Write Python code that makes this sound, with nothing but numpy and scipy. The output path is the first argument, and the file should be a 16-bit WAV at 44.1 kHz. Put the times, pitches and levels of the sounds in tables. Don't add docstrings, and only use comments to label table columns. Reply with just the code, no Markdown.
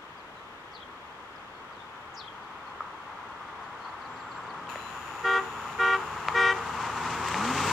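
import sys
import numpy as np
from scipy import signal
from scipy.fft import rfft, irfft, next_fast_len
from scipy.io import wavfile

SR = 44100
rng = np.random.default_rng(int(sys.argv[2]) if len(sys.argv) > 2 else 0)


def wav_record(signal):
    frames = np.transpose(np.atleast_2d(signal))
    bounded = np.clip(frames, -1, 1)
    quanta = np.round(bounded * 32767).astype(np.int16)
    wavfile.write(sys.argv[1], SR, quanta)


N = 340438
TIME = np.arange(N) / SR

# pitch_hz, level_db (per Hz)
RUMBLE = [(25, -19), (45, -19), (70, -12.5), (110, -0.5), (200, 0), (320, -2.5), (440, 3.5), (600, -3.5),
          (900, -42)]
ROAR = [(350, -14), (600, -16.5), (740, -6.5), (860, 0), (1000, 1), (1250, 0.5), (1400, -3), (1600, -9),
        (2000, -13), (2800, -24.5), (5000, -34)]
HISS = [(900, -21), (1700, 3.5), (2600, 3.5), (3600, -2.5), (5000, -5), (7000, -3.5), (8500, -12),
        (10500, -20), (13500, -25.5), (16000, -25)]
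TRAFFIC = [(25, -6), (45, -11), (75, -1.5), (130, -5.5), (300, -2), (600, -1), (1000, -3), (1600, -0.5),
           (2300, -5.5), (3300, -7.5), (4200, -18.5), (7000, -31), (10000, -34.5), (16000, -38)]
GEARS = [(900, -16), (1800, -3), (2300, -3), (2650, 4), (3100, -3), (4500, -16.5), (6000, -16),
         (8000, -19.5), (11000, -22), (14000, -18), (16000, -32)]
# pitch_hz, left_minus_right_db
BALANCE_DB = [(60, .5), (200, .5), (400, 0), (500, -3), (620, 0), (760, 5.5), (1000, 5), (1200, 1.5),
              (1420, -1.5), (1850, 5), (2400, 2.5), (3300, 7), (4400, 7), (8000, 7), (13000, -2)]
# pitch_hz, likeness (1 same, 0 unrelated, -1 opposite)
CAR_LIKENESS = [(100, 0.95), (350, 1), (640, 0.76), (1200, 0.97), (3100, 0.91), (6800, -0.22),
                (14000, -0.94)]
FAR_LIKENESS = [(100, 1), (300, 0.97), (640, 0.85), (1400, -0.26), (3100, -0.67), (7000, 0.048),
                (14000, 0.44)]
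# pitch_hz, level_db
ECHO = [(100, -14), (420, 4), (800, -1), (1500, 6.5), (4000, -6.5), (12000, -13)]
# time_s, firing_hz, load (0-1)
ENGINE = [(0, 74, 0.9), (1.2, 73.57, 0), (3.6, 72.4, 0), (3.98, 78, 0), (4.17, 86.1, 0.65),
          (4.58, 89.3, 0.6), (4.93, 73.93, .25), (5.5, 74.3, 0.5), (6.05, 76.5, 0.43), (6.9, 79.8, 0.13),
          (7.06, 81.43, .5), (7.33, 83.3, .4), (7.42, 105.9, 0.94), (7.5, 126.8, 0.94), (7.57, 138.1, 0.8),
          (7.72, 160.2, 0.12)]
# multiple (of the two-turn cycle rate), level_db
ENGINE_ORDERS = [(5, 2), (8, 2.5), (11, -2), (13, -11), (14, -9), (16, 3), (19, -14.5), (21, -11),
                 (24, -6.5), (27, -10.5), (29, -16.5), (32, -18.5), (35, -7), (39, -9.5), (40, -17),
                 (45, -1), (48, -3.5)]
# pitch_hz, level_db
EXHAUST = [(35, -24), (55, -15.5), (76, 0.5), (88, -2.5), (108, 5), (130, 1), (155, -1.5), (200, -1),
           (228, 0), (249, 9.5), (275, -2), (310, 0.5), (360, 3), (460, -3.5), (700, -21), (1400, -20)]
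# start_s, end_s, level_db, brightness_db
TOOTS = [(5.238, 5.381, 1.5, -1.5), (5.786, 5.95, 1.5, -0.5), (6.342, 6.512, 1, 5.5)]
# doppler_pitch_ratio, lag_s (of a reflection off road or bodywork)
HORN_PATHS = [(1, .000635), (1.0003, .000695), (1.001, .00196)]
# number, low_horn_db, high_horn_db
HORN = [(1, -39, -39.5), (2, -32.5, -42), (3, -30, -31), (4, -42, -33), (5, -39, -40.5), (6, -41, -50.5),
        (7, -48.5, -48.5), (8, -51, -52.5), (9, -57, -75), (10, -58.5, -66), (11, -79, -67),
        (12, -72, -66.5), (13, -73, -68), (14, -70, -71), (15, -74, -77), (16, -71, -78), (17, -74, -74),
        (19, -83, -73), (21, -71.5, -89)]
# time_s, level_db, ring_hz,
# ring_t60_s (time to fall 60 dB),
SLAPS = [(2.8061, -16.5, 1250, 0.02, -40), (2.8077, -26, 940, .014, -40), (2.817, -30, 1230, .04, -40),
         (2.881, -33, 1190, 0.04, -40), (6.285, -8, 1296, 0.0097, 1), (6.293, -19, 906, .016, -22),
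         (7.284, -26, 1166, .008, 10), (7.344, -19, 1019, .008, 9.5)]
HANDLING = [(4.671, -35, 3180, 0.0088, -15), (4.6905, -41, 2670, .05, -15), (4.697, -36, 4200, .004, -2),
            (4.721, -33, 3130, .006, -6), (4.7575, -25.5, 620, 0.019, 2)]
# share_of_length, pitch_hz, level_db
CALL_SHAPE = [(0, 6500, -20), (.14, 5700, -10), (.2, 4500, -6), (.31, 4900, 1.5), (.42, 4100, 3),
              (.53, 3380, -4), (.61, 3170, -14), (.69, 3100, -1), (.83, 4100, -8), (.88, 3450, -1),
              (1, 3100, 3)]
CHIP_SHAPE = [(0, 4890, -4), (.5, 4390, -2), (1, 3630, -3)]
SLUR_SHAPE = [(0, 4450, -3), (.55, 4080, -1.5), (1, 4400, -2)]
THIN_SHAPE = [(0, 6950, -2), (.4, 7220, 0), (1, 7280, -2)]
# start_s, length_s, level_db, stretch (of pitch above CALL_BASE_HZ)
CALLS_NEAR = [(.712, .128, -53.5, .88), (2.136, .153, -50, 1.22)]
# start_s, length_s, level_db, pitch_ratio
CHIPS = [(.172, 0.04, -64, 1.04), (1.352, .04, -65, 1.1), (1.72, .045, -68, 1.02), (2.42, .035, -66, 1.04),
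         (3.625, .045, -62, 1.01), (3.842, .025, -58, 1.0), (3.88, .025, -63, 1.0)]
SLURS = [(0.347, .075, -65, 0.93), (1.53, .07, -67, 1.04), (1.775, 0.061, -59, .86),
         (2.66, .045, -67, 1.02), (3.795, 0.082, -62, 1.02)]
THIN_NOTES = [(3.64, .08, -75, 1.0), (3.89, .075, -75, .995)]

SPEED_M_PER_S, PASS_S, KERB_M = 9.08, 8.643, 3.6
NEAR_M = 9.0
RUMBLE_DB, RUMBLE_LOSS_DB = -41.5, 6.5
ROAR_DB, ROAR_LOSS_DB = -28.0, 6
HISS_DB, HISS_LOSS_DB = -32.0, 14.5
ENGINE_DB, ENGINE_LOSS_DB = -39.5, 10
LOAD_DB = 8.5
RUSH_FROM_HZ, RUSH_DB_PER_OCTAVE = 78, 4.5
CREST_S, CREST_LASTS_S, CREST_SHADOW_DB = 2.37, 0.35, 2.5
LEAVES_DB, TRAFFIC_DB = -65, -49.0
CALL_BASE_HZ = 3040
RUN_START_S, RUN_PERIOD_S, PAIR_GAP_S, RUN_CHIP_S, RUN_DB = 4.008, .149, .036, 0.0261, -59.5
TRILL_START_S, TRILL_S, TRILL_FROM_HZ, TRILL_TO_HZ, TRILL_DB = 4.06, .44, 7600, 7380, -71
ZOOM_START_S, SURGE_DB, SURGE_S = 4.692, 6.5, 0.043
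GEARS_DB, WHINE_DB, WHISTLE_DB = -52.5, -63.5, -54.5
WHINE_HOLD_S, WHINE_FADE_DB_PER_S = 0.85, 5
LOW_HORN_HZ, HIGH_HORN_HZ = 384.8, 470.5
CUTOFF_HZ = 15600


def from_db(db):
    return 10 ** (np.asarray(db) / 20)


def rms_one(x):
    return x / np.sqrt(np.mean(x ** 2) + 1e-20)


def in_time(rows):
    s, *columns = np.transpose(rows)
    return [np.interp(TIME, s, column) for column in columns]


def at_hz(points, hz):
    table_hz, values = np.array(points)[:, 0], np.array(points)[:, 1]
    return np.interp(np.log(hz), np.log(table_hz), values)


def pan(db):
    return from_db(np.array([[db / 2], [-db / 2]]))


def drift(rate):
    step = 40
    r = np.exp(-2 * np.pi * rate * step / SR)
    kicks = rng.standard_normal(N // step + 2002)
    slow = signal.lfilter([1], [1, -2 * r, r * r], kicks)[2000:]
    return np.interp(np.arange(N) / step, np.arange(len(slow)), rms_one(slow))


def noise(spectrum, likeness):
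    size = next_fast_len(N)
    hz = np.maximum(np.fft.rfftfreq(size, 1 / SR), 1)
    low_end = np.minimum(hz / spectrum[0][0], 1) ** 2
    high_end = np.minimum(spectrum[-1][0] / hz, 1) ** 2
    colour = from_db(at_hz(spectrum, hz)) * low_end * high_end
    mid, side = rfft(rng.standard_normal((2, size))) * colour
    alike = np.clip(at_hz(likeness, hz), -1, 1)
    stereo = np.sqrt(1 + alike) * mid + np.sqrt(1 - alike) * side * [[1], [-1]]
    return rms_one(irfft(stereo, size)[:, :N])


def phase_of(hz):
    return 2 * np.pi * np.cumsum(hz) / SR


def at_distance(near_db, loss_db):
    metres = np.hypot(SPEED_M_PER_S * (PASS_S - TIME), KERB_M)
    return near_db - loss_db * np.log2(metres / NEAR_M)


def tyres(flutter_db, hiss_flutter_db):
    rush_db = RUSH_DB_PER_OCTAVE * np.log2(in_time(ENGINE)[0] / RUSH_FROM_HZ)
    shadow_db = CREST_SHADOW_DB * (1 - np.tanh((TIME - CREST_S) / CREST_LASTS_S)) / 2
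    rumble_db = at_distance(RUMBLE_DB, RUMBLE_LOSS_DB) + rush_db
    roar_db = at_distance(ROAR_DB, ROAR_LOSS_DB) - shadow_db + flutter_db * drift(14)
    hiss_db = at_distance(HISS_DB, HISS_LOSS_DB) + hiss_flutter_db * drift(28)
    rumble = from_db(rumble_db) * noise(RUMBLE, CAR_LIKENESS)
    roar = from_db(roar_db) * noise(ROAR, CAR_LIKENESS)
    hiss = from_db(hiss_db) * noise(HISS, CAR_LIKENESS)
    return rumble + roar + hiss


def engine(jitter, rough, boom_db):
    firing_hz, load = in_time(ENGINE)
    level_db = at_distance(ENGINE_DB, ENGINE_LOSS_DB) + LOAD_DB * load
    cycle_hz = firing_hz / 8
    phase = phase_of(cycle_hz * (1 + jitter * drift(11.2)))
    tones, power = 0, 0
    for order, db in ENGINE_ORDERS:
        order = round(order)
        hz = order * cycle_hz
        boom = np.interp(hz, [90, 177, 250, 302.3], [-0.28, 0.84, 1.0, 0.75])
        gain = from_db(db + at_hz(EXHAUST, hz) + boom_db * load * boom)
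        roughness = 1 + rough * drift(8.3)
        tones = tones + gain * roughness * np.sin(order * phase + rng.uniform(0, 2 * np.pi))
        power = power + gain ** 2 / 2
    return from_db(level_db) * tones / np.sqrt(power)


def far_traffic():
    return from_db(TRAFFIC_DB) * noise(TRAFFIC, FAR_LIKENESS)


def leaves():
    return from_db(LEAVES_DB) * noise(HISS, CAR_LIKENESS)


def notes(shape, rows, buzz_hz, buzz_share, edge_s, base_hz=0):
    out = np.zeros(N)
    share, shape_hz, shape_db = np.transpose(shape)
    for start, length, db, ratio in rows:
        t = np.arange(int(length * SR)) / SR
        buzz = 1 + buzz_share * np.sin(2 * np.pi * buzz_hz * t + rng.uniform(0, 2 * np.pi))
        glide_hz = np.interp(t / length, share, shape_hz)
        hz = base_hz + ratio * buzz * (glide_hz - base_hz)
        edges = np.clip(np.minimum(t, length - t) / edge_s, 0, 1)
        swell = edges * from_db(db + np.interp(t / length, share, shape_db))
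        at = int(start * SR)
        out[at:at + len(t)] += np.sqrt(2) * swell * np.sin(phase_of(hz))
    return out


def birds(flutter_db, count):
    run = [(RUN_START_S + k * RUN_PERIOD_S + gap, RUN_CHIP_S, RUN_DB, 1)
           for k in range(count) for gap in (0, PAIR_GAP_S)]
    trill_shape = [(0, TRILL_FROM_HZ, 0), (1, TRILL_TO_HZ, 0)]
    trill_row = [(TRILL_START_S, TRILL_S, TRILL_DB, 1)]
    chips = notes(CHIP_SHAPE, list(CHIPS) + run, buzz_hz=211, buzz_share=.018, edge_s=.007)
    slurs = notes(SLUR_SHAPE, SLURS, buzz_hz=211, buzz_share=.025, edge_s=.015)
    calls = notes(CALL_SHAPE, CALLS_NEAR, buzz_hz=210, buzz_share=0.19, edge_s=.006, base_hz=CALL_BASE_HZ)
    thin = notes(THIN_SHAPE, THIN_NOTES, buzz_hz=211, buzz_share=.007, edge_s=.015)
    trill = notes(trill_shape, trill_row, buzz_hz=70, buzz_share=.009, edge_s=.06)
    return (chips + slurs + calls + thin + trill) * from_db(flutter_db * drift(41))


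def outdoors(x, t60, first_s):
    t = np.arange(SR) / SR
    common, own = rng.standard_normal(SR), rng.standard_normal((2, SR))
    echoes = (common + own) * from_db(-60 * t / t60) * (t > first_s)
    echoes /= np.sqrt(np.sum(echoes ** 2) / 2)
    size = next_fast_len(N + SR)
    colour = from_db(at_hz(ECHO, np.maximum(np.fft.rfftfreq(size, 1 / SR), 1)))
    return irfft(rfft(x, size) * rfft(echoes, size) * colour, size)[:, :N]


def knocks(rows, crack_hz, crack_t60, contact_s):
    out = np.zeros(N)
    for start, db, hz, t60, crack_db in rows:
        t = np.maximum(TIME - start, 0)[:int((start + .1) * SR)]
        ring = np.sin(2 * np.pi * hz * t) * from_db(-60 * t / t60) * (1 - np.exp(-t / contact_s))
        crack = np.sin(2 * np.pi * crack_hz * t) * from_db(crack_db - 60 * t / crack_t60)
        out[:len(t)] += from_db(db) * (ring + crack)
    return signal.sosfilt(signal.butter(2, [400, 6000], "band", fs=SR, output="sos"), out)


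def zoom_motor(whine_hz, turn_hz, throb):
    t = np.maximum(TIME - ZOOM_START_S, 0)
    drive = (t > 0) * from_db(SURGE_DB * np.exp(-t / SURGE_S))
    whine_db = WHINE_DB - WHINE_FADE_DB_PER_S * np.maximum(t - WHINE_HOLD_S, 0)
    turn = np.cos(phase_of(turn_hz * (1 + 0.0086 * drift(6))))
    whine = rms_one(np.sin(phase_of(whine_hz + 90 * drift(159.6))) * (1 + throb * turn))
    hiss = noise(GEARS, [(1000, 0.21), (8000, 0)]) * (1 + 0.31 * turn)
    whistle_swell = np.interp(TIME, [4.765, 4.79, 4.88, 4.92], [0.18, 0.5, 0.77, 0])
    whistle = whistle_swell * np.sin(phase_of(4010 + 15 * drift(40)))
    tones = from_db(whine_db) * whine + from_db(WHISTLE_DB) * whistle
    return drive * (from_db(GEARS_DB) * hiss * pan(6.9) + tones * pan(11.2))


def trumpet(hz, column, late_s, linger_s, rise_s, fall_s, sag, waver_db):
    out = np.zeros(N)
    for (start, end, level_db, bright_db), (ratio, lag) in zip(TOOTS, HORN_PATHS):
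        span = slice(int((start - .03) * SR), int((end + .15) * SR))
        t = TIME[span]
        released = np.maximum(t - end - linger_s, 0)
        swing = np.exp(-released / fall_s) / (1 + np.exp(-(t - start - late_s) / rise_s))
        phase = phase_of(hz * ratio * (1 - sag * (1 - swing) + 0.0024 * drift(60)[span]))
        for row in HORN:
            k = round(row[0])
            bright = np.clip((k * hz - 1400) / 500, 0, 1)
            waver = np.interp(t, np.linspace(t[0], t[-1], 12), rng.standard_normal(12))
            comb = abs(1 + 0.5 * np.exp(-2j * np.pi * k * hz * lag))
            harmonic_db = row[column] + level_db + bright * bright_db + waver_db * np.sqrt(k) * waver
            gain = np.sqrt(2) * comb * from_db(harmonic_db) * swing ** (k ** 1.16)
            out[span] += gain * np.sin(k * phase + rng.uniform(0, 2 * np.pi))
    return out


def horn():
    low = trumpet(LOW_HORN_HZ, column=1, late_s=0.007, linger_s=0.017, rise_s=0.0063,
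                  fall_s=0.03, sag=0.0062, waver_db=0.8)
    high = trumpet(HIGH_HORN_HZ, column=2, late_s=0.0005, linger_s=0.00078, rise_s=0.0034,
                   fall_s=0.0096, sag=0.0048, waver_db=.5)
    rasp_noise = noise([(2500, 9.5), (5000, -13), (8000, -8.0), (12000, -26)], CAR_LIKENESS)[0]
    rasp = (low + high) * rasp_noise
    return low + high + from_db(-30.0) * rasp


def receding_echo(x, drop):
    out = np.zeros(N)
    for start, *_ in TOOTS:
        t = TIME - start - .1
        window = np.interp(t, [0, .01, .16, .18], [0, 1, 1, 0])
        out += np.interp(start + t * (1 - drop), TIME, x) * window
    return signal.sosfilt(signal.butter(2, [420, 560], "band", fs=SR, output="sos"), out)


def grit(s, db, t60, sizzle_db, sizzle_loss_db):
    sizzle = from_db(at_distance(sizzle_db, sizzle_loss_db))
    snap = (TIME > s) * from_db(db - 60 * np.minimum(np.abs(TIME - s) / t60, 2))
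    colour = [(5000, -1.5), (8000, 6.5), (11000, -20.5), (13500, -5), (15000, -13.5)]
    return (sizzle + snap) * noise(colour, [(3000, .5), (15000, .3)])


def scene():
    rolling = tyres(flutter_db=0.7, hiss_flutter_db=1.6)
    exhaust = engine(jitter=.004, rough=.3, boom_db=8)
    song = birds(flutter_db=3.0, count=4)
    joints = knocks(SLAPS, crack_hz=2080, crack_t60=0.0029, contact_s=0.00043)
    fingers = knocks(HANDLING, crack_hz=1880, crack_t60=.005, contact_s=0.00026) * pan(4)
    zoom = zoom_motor(whine_hz=6950, turn_hz=123.0, throb=0.85)
    toots = horn()
    grit_and_tick = grit(s=7.2855, db=-33, t60=.012, sizzle_db=-41.5, sizzle_loss_db=23.5)
    car = rolling + exhaust + toots + joints + grit_and_tick
    echoes = outdoors(from_db(-18) * toots + from_db(-15.0) * joints, t60=0.46, first_s=0.0097)
    echoes = echoes + from_db(-10.5) * receding_echo(toots, drop=.02)
    trees = song * pan(2.3) + from_db(1) * outdoors(song, t60=0.18, first_s=0.0044)
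    return car + echoes + trees + far_traffic() + leaves() + fingers + zoom


def record(dry):
    size = next_fast_len(N + 4096)
    tilt_db = at_hz(BALANCE_DB, np.maximum(np.fft.rfftfreq(size, 1 / SR), 1))
    shade = from_db(tilt_db * np.array([[.5], [-.5]]))
    heard = irfft(rfft(dry, size) * shade / shade.mean(axis=0), size)[:, :N]
    return signal.sosfiltfilt(signal.ellip(10, .1, 70, CUTOFF_HZ, fs=SR, output="sos"), heard)


dry = scene()
out = record(dry)
wav_record(out)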